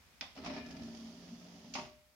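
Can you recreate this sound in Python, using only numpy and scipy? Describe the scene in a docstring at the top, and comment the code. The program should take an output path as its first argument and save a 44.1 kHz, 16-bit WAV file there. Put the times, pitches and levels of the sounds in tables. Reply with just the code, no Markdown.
"""A quiet small room, close to a disc player. The eject button clicks, the motor takes up the gears
and the drive unclamps with a clatter. The plastic tray slides out: gear teeth rattle the mechanism,
the motor hums in the metal case and the runners hiss. The tray hits its end stop with a clunk,
and the case rings on faintly."""
import sys
import numpy as np
from scipy import signal
from scipy.fft import rfft, irfft, next_fast_len
from scipy.io import wavfile
from scipy.ndimage import uniform_filter1d, map_coordinates

SR = 44100
rng = np.random.default_rng(int(sys.argv[2]) if len(sys.argv) > 2 else 0)


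def generate_wav(signal):
    """Clip the signal to [-1, 1] and save it as 16-bit WAV at the path in sys.argv[1]."""
    frames = np.transpose(np.atleast_2d(signal))
    scaled = np.clip(frames, -1, 1) * 32767
    pcm = np.round(scaled).astype(np.int16)
    wavfile.write(sys.argv[1], SR, pcm)


N = 94815

# faders of the drive (t/s, case rumble level/dB, gear rattle level/dB, runner hiss level/dB)
DRIVE_LEVELS = [(0.355, -74, -62, -56), (0.385, -51, -57, -85), (0.43, -50.5, -57.5, -70),
                (0.49, -59, -48.5, -69), (0.6, -53.5, -55, -72), (0.645, -53.5, -59.5, -67),
                (0.74, -50.5, -56, -65.5), (0.87, -52, -61, -60.5), (1.08, -60.5, -65, -59.5),
                (1.14, -57.5, -68, -61.5), (1.45, -63, -65, -62.5), (1.73, -56.5, -67, -62.5),
                (1.82, -76, -53.5, -54.5), (1.92, -65, -89, -82.5)]
# swell of the cam wheel under load (t/s, level/dB)
CAM_LOAD = [(0.44, -70), (0.56, -58), (0.68, -61), (0.78, -64), (0.9, -82)]
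# resonances of the metal case, the sliding tray and the cam wheel (f/Hz, relative level/dB, t60/s)
CASE_MODES = [(74, -12, .25), (102, -17, .2), (170, -7, .22), (203, -10, .22), (236, -1, .16),
              (269, 0, .16), (290, -8, .17), (335, -15, .22), (380, -14, .3), (401, -19, .3),
              (605, -18, .3), (631, -15, .28)]
SLIDE_MODES = [(603, -3, .2), (631, 0, .2), (706, -4, .16), (745, -5, .12), (905, -6, .14),
               (3230, -11, .05)]
CAM_MODES = [(1370, -5, .06), (1690, -2, .06), (1740, -1, .07), (2420, 0, .08), (2660, -7, .05),
             (2870, -7, .06), (5170, -4, .03)]
# EQ of the gear rattle, the runner hiss and the shelf's low boom (f/Hz, relative level/dB)
RATTLE_EQ = [(60, -34), (130, 5), (270, 2), (420, 5), (700, 1.5), (1050, -6), (1350, -2), (1550, -9),
             (1800, -2), (3000, -8), (5500, -6), (7000, -32), (8000, -84)]
RUNNER_EQ = [(300, 5.5), (900, 0), (2000, -7.5), (3200, 2), (4000, -3.5), (4800, 3.5), (6000, 1),
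             (7100, -6.5), (8000, -23), (10000, -14), (15000, -64)]
SHELF_EQ = [(25, -11), (45, -10), (72, -6.5), (105, -18.5), (140, -10), (400, -60)]
TOOTH_HZ, TOOTH_SCATTER, TOOTH_SIZE_DB = 176.8, 0.25, 4  # scatter is in tooth periods
SHELF_DB, SLIDE_DB = -16, -5.5  # relative to the case rumble and the gear rattle


def drive():
    """Uneven gear teeth shake the case, the tray and the cam wheel while the runners hiss."""
    rumble_db, rattle_db, hiss_db = curves(DRIVE_LEVELS)
    cam_db, = curves(CAM_LOAD)
    teeth = gear_teeth()
    rumble = shaken(teeth, CASE_MODES) + amp(SHELF_DB) * noise(SHELF_EQ)
    contact = signal.fftconvolve(teeth, fade(0, t60=0.046, attack_s=0.00062))[:N]
    rattle = unit(contact * amp(2.1 * wobble(53.78)) * noise(RATTLE_EQ))
    slide = amp(SLIDE_DB) * spread([shaken(teeth, SLIDE_MODES) for _ in range(2)])
    flutter_db = 0.56 * wobble(300) + 0.27 * wobble(24.9)
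    hiss = unit(amp(flutter_db) * noise(RUNNER_EQ))
    cam = unit(spread([shaken(teeth, CAM_MODES) for _ in range(2)]))
    travel = amp(rumble_db) * rumble + amp(rattle_db) * (rattle + slide) + amp(hiss_db) * hiss
    return gate(DRIVE_LEVELS) * travel + gate(CAM_LOAD) * amp(cam_db) * cam


def gear_teeth():
    """One impulse per meshing tooth, loose in timing and weight."""
    count = int(2 * TOOTH_HZ * N / SR)
    timing, size = rng.standard_normal((count, 2)).T
    onsets = np.abs((np.arange(count) + TOOTH_SCATTER * timing) * SR / TOOTH_HZ).astype(int)
    return np.bincount(onsets, amp(TOOTH_SIZE_DB * np.tanh(size)), N)[:N]


# hits of the clamp letting go and the tray at its stop (t/s, clack level/dB, thud level/dB, clack t60/s)
CLAMP_HITS = [(0.3635, -54, -70, 0.16), (0.375, -48.5, -61, 0.08), (0.437, -52, -50.5, 0.15),
              (0.4452, -47.5, -56, 0.21), (0.4605, -39, -51, 0.11), (0.469, -45, -42.5, 0.059),
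              (0.498, -44.5, -43, 0.079), (0.514, -62, -46, 0.072), (0.536, -46.5, -55, 0.14),
              (0.563, -50, -48, 0.11), (0.576, -48, -57, 0.12)]
STOP_HITS = [(1.752, -34, -46, 0.085), (1.7715, -45, -45.5, 0.08), (1.785, -41.5, -44.5, 0.09),
             (1.794, -44, -64, 0.053), (1.85, -55.5, -65, 0.12)]
# resonances of the clamp and of the struck tray (f/Hz, relative level/dB, t60/s)
CLAMP_MODES = [(630, -4, .18), (705, 0, .2), (749, -2, .2), (904, -5, .15), (1322, -12, .12),
               (1348, -9, .14), (2420, -11, .04)]
TRAY_MODES = [(606, -17, .7), (700, -14, .14), (806, -12, .16), (872, -11, .15), (931, -9, .2),
              (1107, -9, .14), (1160, -6, .17), (1225, -11, .12), (1440, -13, .18), (2280, -17, .16),
              (2560, -12, .07), (2885, -18, .15), (4938, -15, .11), (5219, -15, .11)]
# EQ of a plastic clack (f/Hz, relative level/dB)
CLACK_EQ = [(100, -0.5), (300, -71), (480, -7), (700, 3), (950, 0), (1200, 0), (1550, -7), (2500, -1.5),
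            (3800, -9), (5300, -6.5), (7000, -21), (8000, -33), (9500, -29.5), (15000, -74)]


def knocks(hits, modes, ring_db, thud_cut_hz):
    """Each hit layers a plastic clack, the struck part's ring (ring_db re the clack) and a case thud."""
    clack = bursts([(s, db, t60) for s, db, _, t60 in hits], CLACK_EQ, attack_s=0.00065)
    part = struck_wide([(s, db + ring_db) for s, db, _, _ in hits], modes)
    thud = struck([(s, db) for s, _, db, _ in hits], CASE_MODES)
    low_cut = signal.butter(3, thud_cut_hz, "high", fs=SR, output="sos")
    return clack + part + signal.sosfilt(low_cut, thud)


# EQ of the button's snap (f/Hz, relative level/dB)
BUTTON_EQ = [(100, -35), (420, -22), (850, -20), (1400, -4.5), (2300, 3), (3400, 3.5), (3900, -3),
             (5400, -0.5), (7000, -18), (8000, -34), (15000, -30)]
# resonances of its plastic (f/Hz, level/dB, t60/s)
BUTTON_MODES = [(641, -59, .2), (913, -53, .12), (1960, -59, .1), (2342, -47, .09), (2660, -55, .09),
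                (2830, -55, .09), (3270, -49, .11), (3488, -48, .24), (4823, -53, .1), (5230, -52, .08)]
# its taps against the front panel (t/s, level/dB, t60/s)
BUTTON_TAPS = [(0.2148, -53, 0.053), (0.2215, -45.5, 0.18)]
BUTTON_S, BUTTON_DB, BUTTON_T60_S, BUTTON_PUSH_DB = 0.2102, -34.5, 0.045, -55.5


def eject_button():
    """The button snaps, rings, nudges the case and bottoms out on the panel."""
    snap = bursts([(BUTTON_S, BUTTON_DB, BUTTON_T60_S)], BUTTON_EQ, attack_s=0.00009)
    plastic = struck_wide([(BUTTON_S, 0)], BUTTON_MODES)
    push = struck([(BUTTON_S, BUTTON_PUSH_DB)], CASE_MODES)
    return snap + plastic + push + bursts(BUTTON_TAPS, CLACK_EQ, attack_s=0.0022)


# EQ of the catch's bright snap (f/Hz, relative level/dB)
CATCH_EQ = [(200, -31), (1500, -8), (2700, 2), (4000, -0.5), (5200, 5.5), (7000, 3), (8000, -29),
            (9500, -26), (15000, -24)]
CATCH_S, CATCH_DB, CATCH_T60_S = 1.738, -40.5, 0.14


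def end_catch():
    """The tray strikes a small catch just before its stop."""
    return bursts([(CATCH_S, CATCH_DB, CATCH_T60_S)], CATCH_EQ, attack_s=0.00019)


# cues of the gear ticks (t/s, level/dB)
TICKS = [(0.446, -45.5), (0.6605, -49.5), (0.686, -53), (0.7085, -45), (0.724, -53), (0.765, -51),
         (0.8327, -50), (0.948, -49.5), (0.9702, -49)]


def gear_ticks(t60=0.04):
    """The plastic gears tick as they take up their play."""
    return bursts([(s, db, t60) for s, db in TICKS], RUNNER_EQ, attack_s=0.0011)


# pitch and fader of the tray's judder and the motor's hum (t/s, f/Hz, level/dB)
JUDDER = [(0.64, 240, -70), (0.73, 236, -51), (0.8, 238, -59), (0.845, 233, -46), (0.93, 229, -52),
          (1.1, 227, -49.5), (1.125, 234, -65), (1.31, 232, -63), (1.335, 233, -49), (1.355, 232, -67),
          (1.5, 226, -68), (1.59, 223, -57), (1.64, 228, -68), (1.72, 232, -58), (1.8, 232, -75)]
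HUM = [(0.36, 160, -80), (0.6, 170, -65), (0.95, 172, -67), (1.15, 173, -60), (1.3, 177, -59),
       (1.59, 178, -61), (1.65, 177, -69), (1.72, 177, -63), (1.85, 168, -78)]
WHINE_RATIO, WHINE_DB = 17, -26.5  # pitch and level relative to the hum


def judder_and_hum():
    """The tray judders in swells over the motor's hum: two low, rough tones."""
    return tone(JUDDER, rough_db=2.5, rough_rate=60) + tone(HUM, rough_db=2, rough_rate=45)


def gear_whine():
    """The gears add a thin, high line that tracks the motor."""
    line = [(s, hz * WHINE_RATIO, db + WHINE_DB) for s, hz, db in HUM]
    return tone(line, rough_db=4.5, rough_rate=220)


# low thumps of the shelf (t/s, level/dB, t60/s)
THUMPS = [(0.48, -50, 0.23), (1.8, -56, 0.45)]


def shelf_thumps():
    """The shelf booms softly under the clamp's release and the tray's stop."""
    return bursts(THUMPS, SHELF_EQ, attack_s=0.0085)


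# reverb time of the room (f/Hz, t60/s)
ROOM_T60 = [(200, 0.46), (600, 0.34), (3000, 0.45), (7000, 0.42), (15000, 0.11)]
ROOM_DB = -9


def reverb(x):
    """Wall reflections blur into a short tail, each band dying at its own speed."""
    hz, t, spectrum = signal.stft(rng.standard_normal((2, SR // 2)), SR, nperseg=256)
    envelope = amp(-60 * t / along(ROOM_T60, hz)[:, None]) * (1 - np.exp(-t / 0.0034))
    _, tail = signal.istft(spectrum * envelope, SR, nperseg=256)
    return spread(signal.fftconvolve(x, tail / np.linalg.norm(tail[0]), axes=1)[:, :N])


# EQ of the room's air (f/Hz, relative level/dB)
AIR_EQ = [(20, -22), (40, 3), (62, 12.5), (120, -1), (250, 0), (340, -9), (650, -8), (1100, -7.5),
          (2200, -6), (4000, -11), (5200, -9.5), (8000, -19), (15000, -24.5)]
# its fader (t/s, level/dB)
AIR_LEVEL = [(0, -64), (0.2, -64.5), (1.7, -70.5), (2.0, -69), (2.14, -72)]


def room_tone():
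    """A faint, bass-heavy bed of air."""
    air_db, = curves(AIR_LEVEL)
    return amp(air_db) * noise(AIR_EQ)


# stereo image (f/Hz, left-right correlation)
CORRELATION = [(60, 0.49), (180, 0.84), (400, 0.71), (800, 0.75), (1500, 0), (3000, 0.076), (15000, 0)]


def spread(pair):
    """Two unrelated signals become left and right, narrow in the lows and wide on top."""
    angle = lambda hz: np.arccos(np.clip(along(CORRELATION, hz), -1, 1)) / 2
    mid, side = filtered(pair, lambda hz: np.array([np.cos(angle(hz)), np.sin(angle(hz))]))
    return np.array([mid + side, mid - side])


def ring(modes, vary_db):
    """An object's answer to one blow: decaying sines, random in polarity and a little in level."""
    t = np.arange(SR // 2) / SR
    chance = rng.standard_normal((len(modes), 2))
    waves = sum(np.sign(flip) * amp(db + vary_db * size - 60 * t / t60) * np.sin(2 * np.pi * hz * t)
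                for (hz, db, t60), (size, flip) in zip(modes, chance))
    return waves * (1 - np.exp(-t / 0.0018))


def shaken(teeth, modes):
    """Modes kept ringing by tooth impulses of random polarity, at rms 1."""
    kicks = teeth * rng.choice([-1, 1], N)
    return unit(signal.fftconvolve(kicks, ring(modes, vary_db=-1.5))[:N])


def struck(blows, modes):
    """Modes rung anew by each (t/s, level/dB) blow."""
    out = np.zeros(N + SR)
    for s, db in blows:
        out[round(s * SR):][:SR // 2] += amp(db) * ring(modes, vary_db=-0.2)
    return out[:N]


def struck_wide(blows, modes):
    """Struck modes, each reaching left and right in its own way."""
    return spread([struck(blows, modes), struck(blows, modes)])


def bursts(rows, eq, attack_s):
    """Dense, fast-dying ring: one noise burst per (t/s, level/dB, t60/s) row."""
    power = sum((amp(db) * fade(s, t60, attack_s)) ** 2 for s, db, t60 in rows)
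    return noise(eq) * np.sqrt(power)


def tone(rows, rough_db, rough_rate):
    """A sine gliding through (t/s, f/Hz, level/dB) rows with a shaky level."""
    hz, db = curves(rows)
    envelope = gate(rows) * amp(db + rough_db * wobble(rough_rate))
    return np.sqrt(2) * envelope * np.sin(2 * np.pi * np.cumsum(hz) / SR)


def noise(eq):
    """Coloured stereo noise of rms 1."""
    white = rng.standard_normal((2, N))
    return unit(spread(filtered(white, lambda hz: amp(along(eq, hz)))))


def fade(s, t60, attack_s):
    """Envelope of a blow at time s."""
    t = np.maximum(np.arange(N) / SR - s, 0)
    return amp(-60 * t / t60) * (1 - np.exp(-t / attack_s))


def gate(rows):
    """Open from a table's first time to its last, with soft edges."""
    t = np.arange(N) / SR
    is_open = (t > rows[0][0]) & (t < rows[-1][0])
    return uniform_filter1d(is_open.astype(float), size=400)


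def wobble(rate):
    """A smooth random curve, rate knots a second."""
    knots = rng.standard_normal(int(N * rate / SR) + 4)
    return map_coordinates(knots, [np.arange(N) * rate / SR])


def curves(rows):
    """One automation curve for each column after the time."""
    times, *columns = np.transpose(rows)
    return [np.interp(np.arange(N) / SR, times, column) for column in columns]


def along(points, hz):
    """Read (f/Hz, value) points on a log frequency axis."""
    freqs, values = np.transpose(points)
    return np.interp(np.log(hz + 1), np.log(freqs + 1), values)


def filtered(x, response):
    """x through a gain given as a function of frequency."""
    size = next_fast_len(N + SR // 2)
    return irfft(rfft(x, size) * response(np.fft.rfftfreq(size, 1 / SR)), size)[..., :N]


def amp(db):
    """Decibels to gain."""
    return 10 ** (np.asarray(db) / 20)


def unit(x):
    """Scaled to rms 1."""
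    return x / np.sqrt(np.mean(x ** 2) + 1e-20)


def scene():
    """The mechanism feeds the reverb; judder and hum stay dry, over the room tone."""
    clicks = eject_button() + end_catch() + gear_ticks()
    unclamp = knocks(CLAMP_HITS, CLAMP_MODES, ring_db=-7.5, thud_cut_hz=25)
    travel = drive() + gear_whine()
    end_stop = knocks(STOP_HITS, TRAY_MODES, ring_db=-4, thud_cut_hz=140)
    player = clicks + unclamp + travel + end_stop + shelf_thumps()
    return player + judder_and_hum() + amp(ROOM_DB) * reverb(player) + room_tone()


# pan of each band at the microphones (f/Hz, left minus right level/dB)
MIC_BALANCE = [(500, 0), (1300, -1), (2400, 6), (3200, -0.5), (4200, -11.5), (5300, -14), (6000, -10.5),
               (6700, 6), (8500, 9.5), (11000, 10), (14000, -2)]
MIC_HISS_DB, LOW_CUT_HZ, TOP_HZ = -74.5, 47, 15900


def record(dry):
    """Two microphones colour the treble differently, hiss a little and cut the sub and the very top."""
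    def pan(hz):
        gains = amp(np.array([[0.5], [-0.5]]) * along(MIC_BALANCE, hz))
        return gains / np.sqrt(np.mean(gains ** 2, axis=0))
    heard = filtered(dry, pan) + amp(MIC_HISS_DB) * rng.standard_normal((2, N))
    return filtered(heard, lambda hz: (hz < TOP_HZ) * np.sqrt(hz ** 8 / (hz ** 8 + LOW_CUT_HZ ** 8)))


dry = scene()
out = record(dry)
generate_wav(out)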